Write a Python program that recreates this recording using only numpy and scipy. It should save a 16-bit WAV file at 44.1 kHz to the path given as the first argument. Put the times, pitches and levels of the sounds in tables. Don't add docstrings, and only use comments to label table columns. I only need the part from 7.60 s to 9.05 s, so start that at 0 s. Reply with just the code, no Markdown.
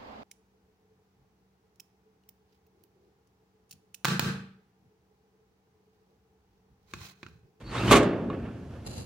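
import sys
import numpy as np
from scipy import signal
from scipy.io import wavfile

SR = 44100
rng = np.random.default_rng(int(sys.argv[2]) if len(sys.argv) > 2 else 0)


def log_audio(samples):
    frames = np.atleast_2d(samples).T
    limited = np.clip(frames, -1, 1)
    pcm = np.round(limited * 32767).astype(np.int16)
    wavfile.write(sys.argv[1], SR, pcm)


N = 63945
TIME = np.arange(N) / SR

# start_s, level_db, brightness_db_per_octave, cutoff_hz
BLOWS = [(.308, -8, 1.5, 14000), (0.3119, 1, 1.06, 12000), (0.316, 1.5, 0.5, 12000), (.322, 3, 0.74, 14000),
         (.329, -0.5, 1.7, 9000), (.342, 0, -0.7, 10000), (.353, -12.5, 4.14, 11000),
         (.359, -5, 1.5, 11000), (.367, -7.5, 2.5, 11000), (0.378, -18, 3.5, 9000),
         (.429, -16.5, 1.35, 8000), (0.441, -32, 5.5, 3500), (.49, -26, -2, 2500), (.531, -23.5, -2, 2500),
         (.702, -22.5, -3.5, 3200), (0.767, -31.5, -6.5, 340), (.852, -30, -1.5, 2300),
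         (.93, -27, -0.5, 400)]
# frequency_hz, density_db
SHEET_COLOUR = [(35, -36), (62, -10.5), (115, -15.5), (170, -8.5), (270, -6), (420, -1), (750, -6),
                (1100, -9.5), (1500, -9.5), (2400, -12.5), (3800, -15), (5000, -26), (7200, -17.5),
                (10000, -28.5), (15000, -30)]
# frequency_hz, t60_s
TAIL_DECAY = [(60, 1.3), (180, 2.12), (420, 1.185), (1000, 0.91), (2700, 0.5), (5000, 0.31), (12000, 0.11)]
# frequency_hz, level_db
TAIL_LEVEL = [(60, -3), (200, -1.5), (450, -9.5), (1100, -14.5), (3000, -14), (10000, -11.5)]


def bang():
    # pitch_hz, level_db, t60_s
    panel_modes = [(62.6, -13, 0.18), (114.8, -4, 0.67), (177.6, -14.5, 1.4), (230.6, -16, 1.6),
                   (236.4, -16, 1.16), (265.4, 4.5, 0.32), (290, -3, 0.25), (338.7, -0.5, 0.2),
                   (412.8, 2, 0.49), (550, -10, 0.18), (585.7, -5.5, 0.82), (732, -7.5, 0.13),
                   (1119, 4.5, 0.24), (1220, -14.5, 0.62), (1615, -12, 0.51), (2163, 0, 0.083),
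                   (2284, -19.5, 0.39), (2930, -17.5, 0.27), (6652, -26.5, 0.12)]
    sheet_db, modes_db, crack_db = -17, -27, -22
    scatter_db, crack_hz, crack_decay_s = 3.5, 4900, 0.001
    times = np.transpose(BLOWS)[0]

    def crash_and_tail(hz):
        power = clicks(times, blow_sizes(hz) ** 2)
        crash = dying(power, t60=0.18 * (1000 / hz) ** 0.42)
        tail = from_db(at_hz(TAIL_LEVEL, hz)) ** 2 * dying(power, at_hz(TAIL_DECAY, hz))
        return np.sqrt(crash + tail)

    sheet = wash(SHEET_COLOUR, crash_and_tail)
    scatter = from_db(scatter_db * rng.standard_normal((len(times), len(panel_modes))))
    modes = sum(from_db(db) * pan(hz) * ring(clicks(times, blow_sizes(hz) * scatter[:, k]), hz, t60)
                for k, (hz, db, t60) in enumerate(panel_modes))
    crack_power = dying(clicks(times, blow_sizes(crack_hz) ** 2), crack_decay_s * np.log(1000))
    crack = soften(np.sqrt(crack_power) * rng.standard_normal(N), crack_hz)
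    return from_db(sheet_db) * sheet + from_db(modes_db) * modes + from_db(crack_db) * crack


def wall_ring(count=90, low_hz=160.84, high_hz=3239):
    times, out = np.transpose(BLOWS)[0], 0
    pitches = low_hz * (high_hz / low_hz) ** ((np.arange(count) + rng.random(count)) / count)
    strengths = rng.standard_normal((len(times), count))
    for hz, strength in zip(pitches, strengths.T):
        gain = from_db(-38 + at_hz(SHEET_COLOUR, hz) + at_hz(TAIL_LEVEL, hz)) * np.sqrt(hz / low_hz)
        hits = clicks(times, blow_sizes(hz) * strength)
        out = out + gain * pan(hz) * ring(hits, hz, t60=0.79 * at_hz(TAIL_DECAY, hz))
    return out


def trim_clanks():
    # start_s, level_db
    clanks = [(0.3111, -12), (.353, -17.5), (.362, -14.5), (.701, -32.5)]
    # pitch_hz, level_db, t60_s
    trim_modes = [(1088, -2.5, 0.068), (1167, -5, .07), (2437, -10.5, 0.064), (2830, -16.5, 0.077),
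                  (3690, -12, 0.032)]
    times, db = np.transpose(clanks)
    hits = soften(clicks(times, from_db(db)) + 1e-18, cutoff_hz=3500)
    return sum(from_db(mode_db) * pan(hz) * ring(hits, hz, t60) for hz, mode_db, t60 in trim_modes)


def shove():
    # time_s, level_db
    force = [(0, -51.5), (.05, -55.5), (.09, -47.5), (.13, -38.5), (.152, -31), (.19, -33.5), (.23, -34.5),
             (.265, -31), (.285, -27.5), (.305, -22.5), (.33, -52), (.4, -100)]
    # frequency_hz, density_db
    scrape_colour = [(200, -2.5), (550, 3), (750, -2), (1050, 0.5), (1700, -5), (2500, -6.5), (4300, -13),
                     (5300, -19.5), (7500, -18.5), (11000, -36), (15000, -60)]
    # time_s, level_db
    flex = [(0, -53.5), (.11, -44), (.15, -40.5), (.205, -32), (.26, -26), (.3, -23.5), (.34, -33),
            (.5, -89)]
    # frequency_hz, density_db
    boom_colour = [(33, -22), (60, 13), (85, -11), (118, 14), (160, -15.5), (200, 1), (320, -0.5),
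                   (550, -38), (1200, -42.5)]
    grating = level(force) * slips(per_s=900, spread_db=-0.5, t60=0.075)
    bowing = level(flex)
    return wash(scrape_colour, lambda hz: grating) + wash(boom_colour, lambda hz: bowing) + bowing * hum()


def hum(waver_hz=3.6):
    # pitch_hz, level_db
    bowed_modes = [(119, -4), (190, -10), (319, -10.5)]
    wavers, out = soften(rng.standard_normal((len(bowed_modes), N)), cutoff_hz=20), 0
    for (hz, db), waver in zip(bowed_modes, wavers):
        cycles = rng.random() + np.cumsum(hz + waver_hz * rms_one(waver)) / SR
        out = out + from_db(db) * rms_one(np.sin(2 * np.pi * cycles))
    return out


def squeaks(roughness=1.6, flutter_hz=92):
    # start_s, end_s, from_hz, to_hz, level_db
    glides = [(0.043, 0.126, 4350, 4640, -56.5), (0.065, 0.129, 3830, 4600, -57),
              (0.144, 0.169, 820, 1600, -34.5), (.155, 0.196, 3050, 4000, -41.5),
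              (0.193, 0.242, 2566, 2766, -41.5), (.18, 0.273, 1200, 1500, -42.5),
              (0.265, 0.299, 4550, 4250, -43.5), (0.276, 0.295, 3050, 2900, -33.5)]
    out = 0
    for start, end, from_hz, to_hz, db in glides:
        progress = np.clip((TIME - start) / (end - start), 0, 1)
        phase = 2 * np.pi * np.cumsum(from_hz + (to_hz - from_hz) * progress) / SR
        flutter = rms_one(soften(rng.standard_normal((2, N)), flutter_hz))
        rasp = flutter[0] * np.sin(phase) + flutter[1] * np.cos(phase)
        tone = rms_one(np.sin(phase) + roughness * rasp)
        swell = np.sqrt(np.abs(np.sin(np.pi * progress)))
        out = out + from_db(db) * swell * tone * pan(from_hz)
    return out


def slide():
    # time_s, level_db
    push = [(1.2, -120), (1.245, -63), (1.264, -45), (1.273, -42.5), (1.29, -50), (1.325, -45.5),
            (1.365, -48.5), (1.39, -42.5), (1.42, -51), (1.45, -52.5)]
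    # frequency_hz, density_db
    hiss_colour = [(600, 9.5), (1400, -8), (2100, -8), (2900, -5), (3500, -9), (4300, -18), (5600, -2),
                   (7200, -12), (10000, 1), (12500, -30), (15000, -21)]
    catch_s, catch_db = (1.268, 1.295, 1.379), (-46, -49, -42)
    rubbing = level(push) * slips(per_s=900, spread_db=2.5, t60=.025)
    catch_power = dying(clicks(catch_s, from_db(catch_db) ** 2), t60=0.095)
    envelope = np.sqrt(rubbing ** 2 + catch_power)
    hiss = wash(hiss_colour, lambda hz: envelope, correlation_shift=-1)
    return hiss + envelope * np.array([edge_song(), edge_song()])


def edge_song():
    # pitch_hz, width_hz, level_db
    edge_rings = [(2800, 110, -14.5), (4070, 180, -9.5), (4670, 250, -11), (7060, 600, -10)]
    return sum(from_db(db) * rms_one(ring(rng.standard_normal(N), hz, np.log(1000) / (np.pi * width)))
               for hz, width, db in edge_rings)


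def chatter():
    # time_s, level_db
    surges = [(.36, -83), (.42, -29), (.48, -42), (.6, -48), (.68, -48), (.73, -44), (.82, -48.5),
              (.87, -48), (.95, -52), (1.08, -59), (1.14, -51.5), (1.22, -59.5), (1.45, -56.5)]
    # frequency_hz, density_db
    buzz_colour = [(250, -8), (550, 11.5), (900, -5), (1500, 2), (2000, -14), (2700, -4), (3600, -24),
                   (6000, -40), (12000, -66)]
    envelope = level(surges) * slips(per_s=230, spread_db=1.5, t60=0.12)
    return wash(buzz_colour, lambda hz: envelope)


def gust():
    # time_s, level_db
    puffs = [(0, -36), (.2, -60), (1.0, -65), (1.22, -52), (1.28, -32), (1.33, -63), (1.37, -57),
             (1.45, -62)]
    # frequency_hz, density_db
    wind_colour = [(25, -6), (45, 2), (70, -6.5), (130, -22), (400, -67)]
    return wash(wind_colour, lambda hz: level(puffs))


def background():
    # frequency_hz, density_db
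    bed_colour = [(25, -20), (50, -1.5), (100, 7), (230, -1.5), (450, -9.5), (700, -17), (1200, -25),
                  (3000, -32.5), (6000, -38), (12500, -48), (15000, -65)]
    # time_s, level_db
    drift = [(0, -45.5), (.6, -44), (1.08, -42), (1.13, -40.5), (1.23, -41.5), (1.29, -42), (1.39, -40.5),
             (1.45, -42.5)]
    return wash(bed_colour, lambda hz: level(drift))


def blow_sizes(hz):
    _, db, brightness, cutoff_hz = np.transpose(BLOWS)
    return from_db(db + brightness * np.log2(hz / 1000)) / np.sqrt(1 + (hz / cutoff_hz) ** 6)


def slips(per_s, spread_db, t60):
    sizes = from_db(spread_db * np.minimum(rng.exponential(1, N), 4))
    slipping = rng.random(N) < per_s / SR
    return rms_one(np.sqrt(dying(slipping * sizes ** 2, t60)))


def wash(colour, envelope, correlation_shift=0):
    # frequency_hz, correlation
    stereo_image = [(100, .999), (300, 0.97), (700, 0.85), (1400, 0.76), (3100, 0.64), (6500, 0.17),
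                    (9000, -0.7), (14000, 0.27)]
    edges_hz = 22 * 2 ** (np.arange(30) / 3)
    centres = np.sqrt(edges_hz[1:] * edges_hz[:-1])
    gains = from_db(at_hz(colour, centres)) * np.sqrt(centres)
    white, out = rng.standard_normal((2, 2, N)), 0
    for k, (hz, gain) in enumerate(zip(centres, gains / np.linalg.norm(gains))):
        band = signal.butter(2, edges_hz[k:k + 2], "band", fs=SR, output="sos")
        mid, side = rms_one(signal.sosfilt(band, white[k % 2]))
        alike = np.clip(at_hz(stereo_image, hz) + correlation_shift, -.9, 1)
        stereo = np.sqrt((1 + alike) / 2) * mid + np.sqrt((1 - alike) / 2) * side * [[1], [-1]]
        out = out + gain * build_up(envelope(hz), hz) * pan(hz) * stereo
    return out


def build_up(envelope, hz, rise_cycles=.5):
    r = np.exp(-hz / (rise_cycles * SR))
    return signal.lfilter([1 - r], [1, -r], envelope, zi=[r * envelope[0]])[0]


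def ring(hits, hz, t60):
    r, w = from_db(-60 / (t60 * SR)), 2 * np.pi * hz / SR
    return signal.lfilter([0, np.sin(w)], [1, -2 * r * np.cos(w), r * r], hits + 1e-18)


def dying(power, t60):
    return signal.lfilter([1], [1, -from_db(-120 / (t60 * SR))], power + 1e-18)


def clicks(times, sizes):
    return np.bincount((np.clip(times, 0, None) * SR).astype(int), sizes, N)[:N]


def soften(x, cutoff_hz):
    return signal.sosfilt(signal.butter(2, cutoff_hz, fs=SR, output="sos"), x)


def pan(hz):
    # frequency_hz, left_minus_right_db
    balance = [(200, -0.5), (380, 1), (700, -4.5), (1300, -2.5), (2400, -1), (8000, 0.5)]
    return from_db(at_hz(balance, hz) * np.array([[.5], [-.5]]))


def at_hz(points, hz):
    f, value = np.transpose(points)
    return np.interp(np.log(hz), np.log(f), value)


def level(rows):
    return from_db(np.interp(TIME, *np.transpose(rows)))


def rms_one(x):
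    return x / np.sqrt(np.mean(x ** 2) + 1e-20)


def from_db(db):
    return 10 ** (np.asarray(db) / 20)


def scene(left_lag_s=.000022):
    left, right = bang() + wall_ring() + trim_clanks() + chatter() + shove() + squeaks() + background()
    late_left = np.interp(TIME - left_lag_s, TIME, left)
    return np.array([late_left, right]) + slide() + gust()


def record(dry, low_cut_hz=50, high_cut_hz=15500):
    thinned = signal.sosfilt(signal.butter(4, low_cut_hz, "high", fs=SR, output="sos"), dry)
    return signal.sosfilt(signal.ellip(10, .2, 80, high_cut_hz, fs=SR, output="sos"), thinned)


dry = scene()
out = record(dry)
log_audio(out)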